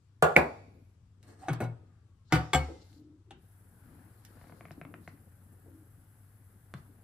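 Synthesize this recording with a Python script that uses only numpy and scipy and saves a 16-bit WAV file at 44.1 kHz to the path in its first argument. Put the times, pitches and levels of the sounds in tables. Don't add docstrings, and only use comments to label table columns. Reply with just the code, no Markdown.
import sys
import numpy as np
from scipy import signal
from scipy.fft import rfft, irfft, next_fast_len
from scipy.io import wavfile
from scipy.ndimage import uniform_filter1d

SR = 44100
rng = np.random.default_rng(int(sys.argv[2]) if len(sys.argv) > 2 else 0)


def unload_wav(signal):
    wavfile.write(
        sys.argv[1],
        SR,
        np.round(np.clip(np.atleast_2d(signal).T, -1, 1) * 32767).astype(np.int16),
    )


def volts_from_decibels(level):
    exponent = np.asarray(level, float) / 20
    return 10 ** exponent


N = 310361

LEAD_STOVE, LEAD_FRONT = 2, 0
ROUGH_WALL, ROUND_WALL = 0.017, 0.005

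# (frequency [Hz], level [dB], t60 [s])
RIM_MODES = [(738, -9, 0.31), (2207, -1.5, .2)]


def evened(x):
    return x / np.sqrt(np.mean(x ** 2) + 1e-20)


def read(points, hz):
    f, value = np.transpose(points)
    return np.interp(np.log(hz + 1), np.log(f + 1), value)


def along(rows):
    s, *columns = np.transpose(rows)
    t = np.arange(N) / SR
    return [(t > s[0]) & (t < s[-1])] + [np.interp(t, s, c) for c in columns]


def arch(start, length):
    return np.sin(np.pi * np.clip((np.arange(N) / SR - start) / length, 0, 1))


def resonate(x, hz, width):
    turn = np.exp(2j * np.pi * np.cumsum(hz * np.ones(len(x))) / SR)
    r = np.exp(-np.pi * width / SR)
    return 2 * (turn * signal.lfilter([1 - r], [1, -r], x / turn)).real


def causal(tone):
    level_db = read(tone, abs(np.fft.fftfreq(4096, 1 / SR)))
    gain = np.log(volts_from_decibels(np.maximum(level_db, -90)))
    return np.fft.ifft(np.exp(gain - 1j * signal.hilbert(gain).imag)).real[:2048]


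def ports(left, right, lag):
    return np.array([np.roll(left, lag), right])


def leaning(db):
    return volts_from_decibels(np.array([[db], [-db]]))


def room(x, late_db):
    # (frequency [Hz], t60 [s])
    room_t60 = [(100, 0.21), (300, 0.3), (800, .33), (2300, 0.22), (3200, 0.17), (5000, 0.095),
                (12000, 0.029)]
    # (frequency [Hz], level [dB])
    shimmer_tone = [(300, -21.5), (1500, -25), (3000, -20.5), (5500, -15.5), (9000, -25.5), (14000, -31)]
    shimmer_t60 = 0.84
    taps = np.zeros((2, SR))
    at = np.arange(150, SR - 20, 20) + rng.integers(0, 20, (2, (SR - 151) // 20))
    np.put_along_axis(taps, at, rng.choice([-1., 1.], at.shape), 1)
    hz, t, z = signal.stft(taps, SR, nperseg=256)
    fade = volts_from_decibels(-60 * t / read(room_t60, hz)[:, None])
    fade += volts_from_decibels(late_db + read(shimmer_tone, hz)[:, None] - 60 * t / shimmer_t60)
    tail = signal.istft(z * fade, SR, nperseg=256)[1]
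    tail = tail / np.linalg.norm(tail[0])
    first, last = np.flatnonzero(x)[[0, -1]]
    wet = signal.oaconvolve(x[None, first:last], tail, axes=1)[:, :N - first]
    return np.pad(wet, ((0, 0), (first, N - first - wet.shape[1])))


def wash(tone, level_db, patchy_db, flicker_db):
    # (frequency [Hz], likeness [0..1])
    likeness = [(60, 0.8), (240, 0.2), (950, 0.27), (3770, 0.021), (15000, 0.038)]
    # (frequency [Hz], left over right [dB])
    lean = [(60, 23), (180, 16), (550, 4.7), (1650, 6.6), (4970, 4.8), (15000, 3.68)]
    frames, hz = N // 128 + 5, np.fft.rfftfreq(512, 1 / SR)
    a, b, c, d, patches = rng.standard_normal((frames, 257, 5)).T
    patches = evened(uniform_filter1d(uniform_filter1d(patches, 5, 0), 25, 1))
    flicker = evened(uniform_filter1d(rng.standard_normal(frames), 6))
    same = np.clip(read(likeness, hz), 0, 1)[:, None]
    left = a + 1j * b
    right = same * left + np.sqrt(1 - same ** 2) * (c + 1j * d)
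    z = np.array([left, right])
    z *= volts_from_decibels(read(tone, hz)[:, None] + patchy_db * patches + flicker_db * flicker)
    z *= volts_from_decibels(np.array([.5, -.5])[:, None, None] * read(lean, hz)[:, None])
    return volts_from_decibels(level_db) * evened(signal.istft(z, nperseg=512, noverlap=384)[1][:, :N])


def blows(rows, tone, modes, lead, tick, wet_db, late_db, pans_db, wall=ROUGH_WALL):
    out, t, colour = np.zeros((3, N + SR)), np.arange(SR // 2) / SR, causal(tone)
    hz, mode_db, t60 = np.transpose(modes)[:, :, None]
    for (s, db, ring_db, rattle, freedom), pan_db in zip(rows, pans_db * np.ones(len(rows))):
        shake = rng.standard_normal(len(t)) * np.exp(-t / max(rattle, .001))
        shake[0] = tick
        crack = signal.oaconvolve(shake, colour)[:len(t)]
        crack = volts_from_decibels(db) * crack / abs(crack).max()
        split = 1 + wall * rng.standard_normal((3, len(modes), 1))
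        live = t[t < 1.2 * t60.max() * freedom]
        waves = np.sin(2 * np.pi * (hz * split * live + rng.random(split.shape)))
        beat = np.sin(2 * np.pi * hz * live) + 0.44 * waves.sum(0)
        decay = volts_from_decibels(mode_db - 60 * live / (t60 * freedom))
        onset = 1 - np.exp(-live * hz / 1.5)
        ring = np.pad((decay * onset * beat).sum(0), (0, len(t) - len(live)))
        ring = volts_from_decibels(db + ring_db) * ring
        start = round(s * SR)
        out[:2, start:][:, :len(t)] += (crack + ring) * leaning(.5 * pan_db)
        out[2, start:][:len(t)] += crack + 0.099 * ring
    return ports(out[0, :N], out[1, :N], lead) + volts_from_decibels(wet_db) * room(out[2, :N], late_db)


def still_air():
    # (frequency [Hz], level [dB])
    air_tone = [(18, -52.5), (30, -25.5), (100, -7), (170, -19), (449, -25.5), (486, -35), (1280, -32.5),
                (1390, -34), (1720, -39.5), (9460, -44), (16000, -59)]
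    return wash(air_tone, -62.5, 1.1, 0.403)


def stir_level():
    # (time [s], rumble level [dB])
    stir = [(0, -103), (.19, -73), (.75, -57.5), (.92, -72), (1.08, -76), (1.3, -60.5), (1.95, -65.5),
            (2.1, -75.5), (2.95, -60.5), (3.2, -80), (3.36, -62.5), (3.5, -66.5), (3.97, -60.5), (4.8, -50),
            (5.4, -63.5), (5.75, -60.5), (6.3, -69.5), (7.04, -58.5)]
    return along(stir)[1]


def sway(share):
    return volts_from_decibels(share * (stir_level() + 65.5))


def hum():
    hz, width_hz, even_s = 95.5, 22, .07
    tone = resonate(resonate(rng.standard_normal(N), hz, width_hz), hz, width_hz)
    tone = tone / np.sqrt(uniform_filter1d(evened(tone) ** 2, round(even_s * SR)) + .5)
    return volts_from_decibels(-59.5) * sway(0.18) * evened(tone) * leaning(1.4)


def handling_rumble():
    # (frequency [Hz], level [dB])
    rumble_tone = [(65, -26), (110, 3.5), (119, -6.5), (252, -3.5), (361, -17.5), (474, -10), (613, -25),
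                   (800, -20.5), (1040, -50.5), (1760, -120)]
    return wash(rumble_tone, stir_level(), 3.07, 2.6)


def brushing():
    # (frequency [Hz], level per Hz [dB])
    brush_tone = [(1500, -34), (3000, -6), (4300, 5), (6000, -4), (7500, -4), (10000, -42)]
    # (start [s], length [s], level [dB])
    strokes = [
        (1.219, 0.15, -76.5),
        (1.38, 0.088, -82),
        (2.24, 0.16, -72.5),
        (2.622, 0.46, -72),
        (3.7, 0.44, -86.5),
        (4.034, 0.85, -75.5),
        (4.99, 0.19, -75),
        (6.734, 0.087, -75),
    ]
    swell = sum(volts_from_decibels(db) * arch(start, length) for start, length, db in strokes)
    return swell * wash(brush_tone, 0, 1.3, 2.5)


def flame_and_rustles():
    # (frequency [Hz], level [dB])
    roar_tone = [(290, -34.5), (500, -5), (802, -2.5), (1030, -6), (1560, -2.5), (2430, -16), (3930, -24),
                 (5000, -24.5), (6500, -48), (11000, -120)]
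    hiss_tone = [(2000, -59), (3000, -27), (6500, -14), (8000, -5.5), (11000, 4), (14500, -1.5),
                 (15500, -5), (16300, -48)]
    # (start [s], length [s], roar level [dB], hiss level [dB])
    rustles = [
        (0.601, 0.4, -99.5, -83.5),
        (1.219, 0.16, -76, -76),
        (1.375, 0.25, -64, -79),
        (1.789, 0.37, -80, -100),
        (2.299, 0.094, -49.5, -77.5),
        (2.798, 0.24, -79, -74.5),
        (3.7, 0.54, -68, -74),
        (4.088, 0.71, -67, -73),
        (5.629, .25, -80, -92),
    ]
    turn_up_s, rise_s = 3.357, 0.14
    up = np.clip((np.arange(N) / SR - turn_up_s) / rise_s, 0, 1)
    roar = (volts_from_decibels(-88.5) + up * volts_from_decibels(-75)) * sway(0.1)
    hiss = up * volts_from_decibels(-68.5)
    for start, length, roar_db, hiss_db in rustles:
        swell = arch(start, length)
        roar = np.hypot(roar, volts_from_decibels(roar_db) * swell)
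        hiss = np.hypot(hiss, volts_from_decibels(hiss_db) * swell)
    return roar * wash(roar_tone, 0, 0.8, 0.34) + hiss * wash(hiss_tone, 0, 0.32, 0.92)


def whine():
    start_s, length_s, top_hz, fall_hz_per_s = 1.7, .66, 1312, 440
    hz = top_hz - fall_hz_per_s * np.clip(np.arange(N) / SR - start_s, 0, length_s)
    swell = np.sqrt(abs(arch(start_s, length_s))) * (hz / top_hz) ** 5
    fuzz = evened(resonate(resonate(rng.standard_normal(N), hz, 30.0), hz, 40.0))
    return swell * volts_from_decibels(-78) * (np.sin(2 * np.pi * np.cumsum(hz) / SR) + .65 * fuzz)


def groan():
    # (start [s], length [s], top frequency [Hz], level [dB])
    groans = [
        (2.661, 0.17, 330, -60.5),
        (2.883, 0.36, 293.5, -57),
        (3.257, 0.17, 360, -62.5),
        (5.631, 0.27, 297, -60.5),
    ]
    out = np.zeros(N + SR)
    for start, length, top_hz, db in groans:
        swell = np.sin(np.pi * np.arange(0, length, 1 / SR) / length)
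        hz = top_hz * (1 - 0.016 * (1 - swell))
        noise = rng.standard_normal(SR // 2)[:len(swell)]
        tone = evened(resonate(resonate(noise, hz, 60.0), hz, 74.0))
        out[round(start * SR):][:len(noise)] += swell * volts_from_decibels(db) * tone
    return out[:N] * leaning(1.2)


def thuds():
    # (time [s], peak [dB], frequency [Hz], rise [s], t60 [s])
    swings = [(0.223, -24, 150, 0.0044, 0.23), (0.233, -35, 82.6, 0.017, 0.13),
              (0.367, -23, 151.7, 0.0037, 0.11), (.37, -34, 77.8, 0.014, 0.21),
              (1.49, -27, 150, 0.041, 0.12), (1.499, -28.5, 119.4, 0.018, 0.15),
              (1.61, -28, 115.5, 0.026, 0.24), (1.616, -37.5, 160.7, 0.015, 0.2),
              (2.329, -18, 150, 0.012, 0.15), (2.326, -24.5, 113, 0.012, 0.31),
              (2.331, -31.5, 70.5, 0.03, 0.18), (2.54, -24.5, 143.4, 0.0077, 0.2),
              (2.541, -27, 74, 0.017, 0.3), (4.778, -40, 255, 0.0025, 0.025),
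              (6.7456, -37, 139.4, 0.0072, 0.056)]
    out, t = np.zeros(N + SR), np.arange(SR // 2) / SR
    settling = t - .002 * np.exp(-t / .04)
    for s, db, hz, rise, t60 in swings:
        swell = (1 - np.exp(-t / rise)) ** 2 * volts_from_decibels(-60 * t / t60)
        out[round(s * SR):][:len(t)] += volts_from_decibels(db) * swell / swell.max() * np.sin(2 * np.pi * hz * settling)
    return out[:N] * leaning(1.3) + volts_from_decibels(-8.0) * room(out[:N], -10.5)


def ticks_and_thumps():
    # (time [s], peak [dB], left over right [dB])
    ticks = [(0.8536, -71, -10), (1.229, -48, 5.5), (1.282, -57, -1), (1.526, -51, -10), (1.532, -33.5, -4),
             (1.535, -40, 9), (1.548, -49, 0), (1.604, -49, -6), (1.621, -39.5, 0), (1.639, -40, 5),
             (2.9297, -59, 20), (4.2507, -42.5, -9.5), (4.716, -47.5, 8), (5.078, -46, 0.5)]
    # (time [s], peak [dB], ring over peak [dB], rattle [s], freedom to ring [share of t60])
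    thumps = [
        (2.684, -40, -1.3, 0.01, 0.72),
        (5.659, -54, -1.8, 0.0078, 0.93),
    ]
    # (frequency [Hz], level per Hz [dB])
    tick_tone = [(710, -23), (1500, -7), (9820, -8.5), (11400, -6), (12300, -19), (13600, -7.5),
                 (16000, -24)]
    thump_tone = [(71, -75), (120, -21), (333, 2), (534, -5.5), (654, -33), (741, -25), (1200, -43),
                  (1560, -25), (2640, -120)]
    # (frequency [Hz], level [dB], t60 [s])
    hollow_modes = [(150, 6, 0.083), (319, 8.5, 0.036), (680, -6.5, 0.04), (2030, -17, 0.035)]
    rows = [(s, db, -47, 0.0028, 0.29) for s, db, pan_db in ticks]
    pans_db = np.transpose(ticks)[-1]
    out = blows(rows, tick_tone, hollow_modes, LEAD_STOVE, 5.4, -2.0, -23.0, pans_db)
    return out + blows(thumps, thump_tone, hollow_modes, LEAD_STOVE, 7.3, 2.5, -27.0, .6)


def knob():
    # (time [s], peak [dB], ring over peak [dB], rattle [s], freedom to ring [share of t60])
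    clicks = [
        (3.308, -40, -15, 0.0044, 0.61),
        (3.317, -55.5, -5.5, 0.0025, 0.89),
    ]
    # (frequency [Hz], level per Hz [dB])
    knob_tone = [(200, -28), (400, -2.5), (800, -4.5), (1500, -8), (2400, -9), (3200, -2.5), (4500, -18),
                 (11000, -17), (16000, -54)]
    # (frequency [Hz], level [dB], t60 [s])
    knob_modes = [(330, 8, 0.046), (810, 11, .06), (1160, 3.3, 0.022), (3350, 2.3, 0.035)]
    return blows(clicks, knob_tone, knob_modes, LEAD_STOVE, 1.63, -4.0, 0.0, 2.7)


def oil_bottle():
    # (time [s], peak [dB])
    pops = [(4.371, -55), (4.414, -46), (4.442, -46), (4.471, -51), (4.497, -46), (4.523, -45),
            (4.609, -39), (4.654, -39), (4.684, -49), (4.7088, -37), (4.8143, -34.5), (4.851, -38),
            (4.9408, -35), (5.0768, -34), (5.175, -57)]
    # (time [s], peak [dB], ring over peak [dB], rattle [s], freedom to ring [share of t60])
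    snap = [
        (6.7394, -27.5, -1, 0.0032, 0.5),
    ]
    # (frequency [Hz], level per Hz [dB])
    soft_tone = [(180, -20), (350, -2), (700, 1), (1400, 0), (2200, -8), (3000, -22), (6500, -40),
                 (16000, -65)]
    creak_tone = [(180, -23), (350, -4), (700, 1), (1400, 2), (2200, 1.5), (2900, -9), (3900, -23),
                  (6500, -38), (16000, -65)]
    snap_tone = [(180, 7), (300, 3), (725, -1), (2030, -4), (4200, -16.5), (5340, -26), (8640, -24.5),
                 (9550, -19.5), (14000, -35.5), (16000, -29)]
    # (frequency [Hz], level [dB], t60 [s])
    wall_modes = [(150, -4, 0.073), (329, -15, 0.056), (704, -8, 0.021), (2080, -25, 0.036)]
    creaks = [(s, db, 4.5, .0022, 0.96) for s, db in pops]
    soft = 6
    out = blows(creaks[:soft], soft_tone, wall_modes, LEAD_FRONT, 12., -11.0, 7.4, 2.0)
    out += blows(creaks[soft:], creak_tone, wall_modes, LEAD_FRONT, 12., -10.5, 6.1, 2.5)
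    return out + blows(snap, snap_tone, wall_modes, LEAD_FRONT, 9.7, -9.0, 7.3, 0.85)


def jingle():
    # (time [s], peak [dB], ring over peak [dB], rattle [s], freedom to ring [share of t60])
    jingles = [
        (.2245, -35.5, -60, 0.038, .3),
        (.365, -36, -60.5, .035, 0.33),
        (2.325, -39.5, -57.5, 0.022, .3),
        (2.336, -37, -52, 0.029, .3),
        (2.347, -36, -60, .02, .3),
        (2.535, -32, -60, 0.027, 0.26),
        (2.572, -43, -60, .02, .3),
    ]
    # (frequency [Hz], level per Hz [dB])
    jingle_tone = [(2000, -40), (4000, -9.5), (5500, -11.5), (7500, -0.5), (11000, -2), (14500, -5),
                   (16400, -15)]
    return blows(jingles, jingle_tone, RIM_MODES, LEAD_STOVE, 2., -11.5, -7.0, 0.97)


def lighter():
    # (time [s], peak [dB], ring over peak [dB], rattle [s], freedom to ring [share of t60])
    first = [
        (.2243, -6.5, -12.5, 0.004, 0.84),
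        (.2435, -20, -6.5, 0.0037, 0.63),
    ]
    second = [
        (.3595, -37, 1, 0.0056, 0.89),
        (.3642, -8.5, -3.5, 0.0022, 0.47),
        (.372, -21, -12.5, 0.013, 0.67),
    ]
    # (frequency [Hz], level per Hz [dB])
    first_tone = [(120, -29.5), (200, -5.5), (420, 0), (600, 0.5), (1000, -5), (1450, -5), (1900, -21),
                  (3000, -22.5), (5200, -35.5), (8000, -23.5), (14500, -35), (16000, -53.5)]
    second_tone = [(120, -24), (200, -5), (550, -5), (1000, -6), (1420, -8.5), (1800, -9.5), (2400, -15.5),
                   (2800, -29), (3830, -27), (9060, -35), (10500, -28), (14900, -44), (16000, -54.5)]
    # (frequency [Hz], level [dB], t60 [s])
    first_modes = [(406, -14, 0.32), (535, -8, 0.13), (1192, 10.5, 0.035), (635, -6.5, 0.046),
                   (1090, -13.5, 0.1), (1370, -13.5, .2), (1550, -19, 0.1), (5840, -21.5, 0.046),
                   (8000, -15, 0.0072)]
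    second_modes = [(377, -16.5, .27), (538, -12.5, 0.24), (596.8, -19, .25), (728.2, -18, 0.2096),
                    (835, -14.5, 0.3015), (1000, -23.5, 0.298), (1217, -20, .3), (1470, -15.5, 0.22),
                    (1659, -18, 0.38), (1810, -15, .16), (1973, -21.5, 0.49), (2065, 10, 0.03),
                    (2223, 8.5, .035), (2430, -26, 0.2)]
    out = blows(first, first_tone, first_modes, 7, 3.0, -2.3, -1.2, 0.97)
    return out + blows(second, second_tone, second_modes, 4, 1.9, 1.2, -2.5, -2.7)


def pot_drag():
    # (time [s], scrape level [dB], squeak level [dB])
    rubbing = [(1.22, -94.5, -92), (1.229, -76.5, -93), (1.26, -82, -92.5), (1.279, -71.5, -92),
               (1.33, -73.5, -90), (1.345, -85, -100), (1.383, -80, -100), (1.392, -69, -100),
               (1.412, -69.5, -69.5), (1.425, -71, -49), (1.443, -76, -45), (1.47, -89, -47),
               (1.48, -54.5, -55)]
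    # (frequency [Hz], level [dB])
    scrape_tone = [(120, -24), (200, -11), (249, -10), (380, -16.5), (473, -14.5), (1480, -27), (1810, -22),
                   (2700, -44), (8120, -30), (14300, -39.5), (16000, -62)]
    # (frequency [Hz], width [Hz], level [dB])
    base_rings = [(1203, 90, -9), (1920, 120, -9), (2600, 200, -13), (4300, 120, -13), (8250, 500, -2)]
    # (time [s], frequency [Hz])
    squeak_pitch = [(1.2, 742), (1.42, 759.6), (1.45, 792), (1.48, 680)]
    on, db, squeak_db = along(rubbing)
    unevenness = uniform_filter1d(rng.standard_normal(N), 200) * np.sqrt(200)
    slips = rng.standard_normal(N) * volts_from_decibels(3.5 * unevenness)
    scrape = evened(signal.oaconvolve(slips, causal(scrape_tone))[:N])
    for hz, width, ring_db in base_rings:
        scrape = scrape + volts_from_decibels(ring_db - 10) * evened(resonate(slips, hz, width))
    hz = along(squeak_pitch)[1]
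    fuzz = resonate(rng.standard_normal(N), hz, 60.)
    squeak = np.sin(2 * np.pi * np.cumsum(hz) / SR) + 0.42 * evened(fuzz)
    scrape, squeak = on * volts_from_decibels(db + 4.5) * scrape, on * volts_from_decibels(squeak_db) * squeak
    direct = scrape + squeak
    return ports(direct, direct, LEAD_STOVE) + volts_from_decibels(4.0) * room(scrape + 0.3 * squeak, 4.6)


def pot_lift():
    # (time [s], peak [dB], ring over peak [dB], rattle [s], freedom to ring [share of t60])
    lift = [
        (1.484, -23.5, 0.24, 0.018, 0.53),
        (1.534, -33, 0, 0.0041, 0.25),
    ]
    drop = [
        (1.604, -24.5, -8.5, 0.023, 0.97),
        (1.641, -39.5, 0.5, 0.01, 0.86),
    ]
    # (frequency [Hz], level per Hz [dB])
    lift_tone = [(180, -10.5), (300, 4.5), (750, -5), (1500, -6), (2300, -18.5), (4000, -25), (6500, -41),
                 (8000, -24), (14000, -48), (16000, -58)]
    drop_tone = [(180, -8), (250, 3.5), (800, -9), (1100, -14.5), (2300, -23.5), (4000, -38), (6500, -48),
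                 (8000, -30), (14000, -40), (16000, -49)]
    # (frequency [Hz], level [dB], t60 [s])
    lifted_modes = [(354, -29.5, 0.81), (760, -2.5, 0.09), (910, -39, 0.044), (1468, -15, 0.22),
                    (2227, -17.5, 0.3), (3840, -25, 0.068), (3350, -30, 0.23), (6200, -25.5, 0.18)]
    dropped_modes = [(358, -32, 0.81), (745, -1, 0.17), (1090, -31, 0.18), (1260, -27, .2),
                     (1446, -14, 0.33), (2203, -13, 0.24), (3920, -27.5, 0.17), (4540, -38, 0.18),
                     (6140, -27, 0.12)]
    out = blows(lift, lift_tone, lifted_modes, LEAD_STOVE, 2.3, -8.0, 13.0, 1.0)
    return out + blows(drop, drop_tone, dropped_modes, LEAD_STOVE, 4., -10.5, -4.0, 0.94, ROUND_WALL)


def pot_set_down():
    # (time [s], peak [dB], ring over peak [dB], rattle [s], freedom to ring [share of t60])
    edge = [
        (2.3235, -12, 0.69, 0.0067, 1),
        (2.342, -28, 0.5, 0.0071, 0.49),
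        (2.355, -25, 8, .006, .7),
    ]
    flat = [
        (2.533, -14, 0.5, 0.0125, 0.92),
        (2.547, -17, 4.5, 0.0097, 1),
    ]
    swells = [
        (2.575, -53, 8, .004, 1),
        (2.603, -51, 9, .004, .9),
    ]
    # (frequency [Hz], level per Hz [dB])
    edge_tone = [(120, -23.5), (200, -8.5), (400, -9.5), (590, -14), (735, -14.5), (836, -14.5),
                 (1250, -14), (1910, -15.5), (2400, -20.5), (3500, -21.5), (4680, -26.5), (9400, -34),
                 (11500, -30), (16000, -53)]
    flat_tone = [(120, -51), (200, -6.5), (400, -9), (671, -14), (749, -3.5), (851, -10.5), (1140, -10.5),
                 (1910, -16.5), (2210, -14), (4200, -24), (7830, -23), (12400, -26), (14300, -42),
                 (16000, -54.5)]
    # (frequency [Hz], level [dB], t60 [s])
    tilted_modes = [(270.7, -20.5, .3), (750, -20, 0.24), (740, -24, 0.54), (1240, -30.5, .3),
                    (1450, -19, 0.24), (2090, -16.5, .07), (2202, -28.5, 0.28), (2280, -16, .08),
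                    (3020, -35, 0.18), (4590, -30.5, 0.26), (5800, -44, .15), (7750, -35, 0.16),
                    (11100, -43, .1)]
    flat_modes = [(270.4, -25, .3), (523, -23, 0.28), (751, -12, 0.23), (745, -24, 0.47),
                  (1180.6, -16, .15), (1580, -23, .15), (1810, -21.5, .12), (2075, -49.5, .8),
                  (2205, -9, 0.045), (2190, -25.5, .26), (2990, -21, 0.11), (3386, -14, 0.061),
                  (4425, -38, .3), (7530, -11.5, .09)]
    out = blows(edge, edge_tone, tilted_modes, LEAD_STOVE, 2.7, -3.0, -1.93, 0.86, ROUND_WALL)
    out += blows(flat, flat_tone, flat_modes, LEAD_STOVE, 1.4, -6.5, 0.87, 3.2, ROUND_WALL)
    return out + blows(swells, flat_tone, RIM_MODES, LEAD_STOVE, 2.7, -12.0, -10.5, 2.5, ROUND_WALL)


def scene():
    background = still_air() + hum() + handling_rumble() + brushing() + flame_and_rustles()
    stove = whine() + groan() + thuds() + ticks_and_thumps() + knob()
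    objects = oil_bottle() + jingle() + lighter()
    pot = pot_drag() + pot_lift() + pot_set_down()
    return background + stove + objects + pot


def top_cut(x):
    return signal.sosfilt(signal.butter(12, 16510, fs=SR, output="sos"), x)


def record(dry):
    # (frequency [Hz], width [Hz], depth [dB])
    notches = [(9450, 300, -14), (12600, 600, -14)]
    bass_hz, treble_hz, lag_s, turn_rad = 450, 7890, .33e-3, 3.8
    size = next_fast_len(N)
    hz, (left, right) = np.fft.rfftfreq(size, 1 / SR), rfft(dry, size)
    band = 1 / (1 + (33 / (hz + 1)) ** 8) / (1 + (hz / 16300) ** 60)
    for notch_hz, width_hz, notch_db in notches:
        band = band * volts_from_decibels(notch_db * np.exp(-((hz - notch_hz) / width_hz) ** 4))
    bass = .85 / (1 + (hz / bass_hz) ** 4)
    middle = (left + right) / 2
    left = left + bass * (1.13 * middle - left)
    right = right + bass * (.88 * middle - right)
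    treble = 1 / (1 + (treble_hz / (hz + 1)) ** 6)
    late_right = right * np.exp(1j * (turn_rad - 2 * np.pi * hz * lag_s))
    left = np.sqrt(1 - treble ** 2) * left + treble * late_right
    mix = irfft(np.array([left, right]) * band, size)[:, :N]
    return top_cut(mix)


dry = scene()
out = record(dry)
unload_wav(out)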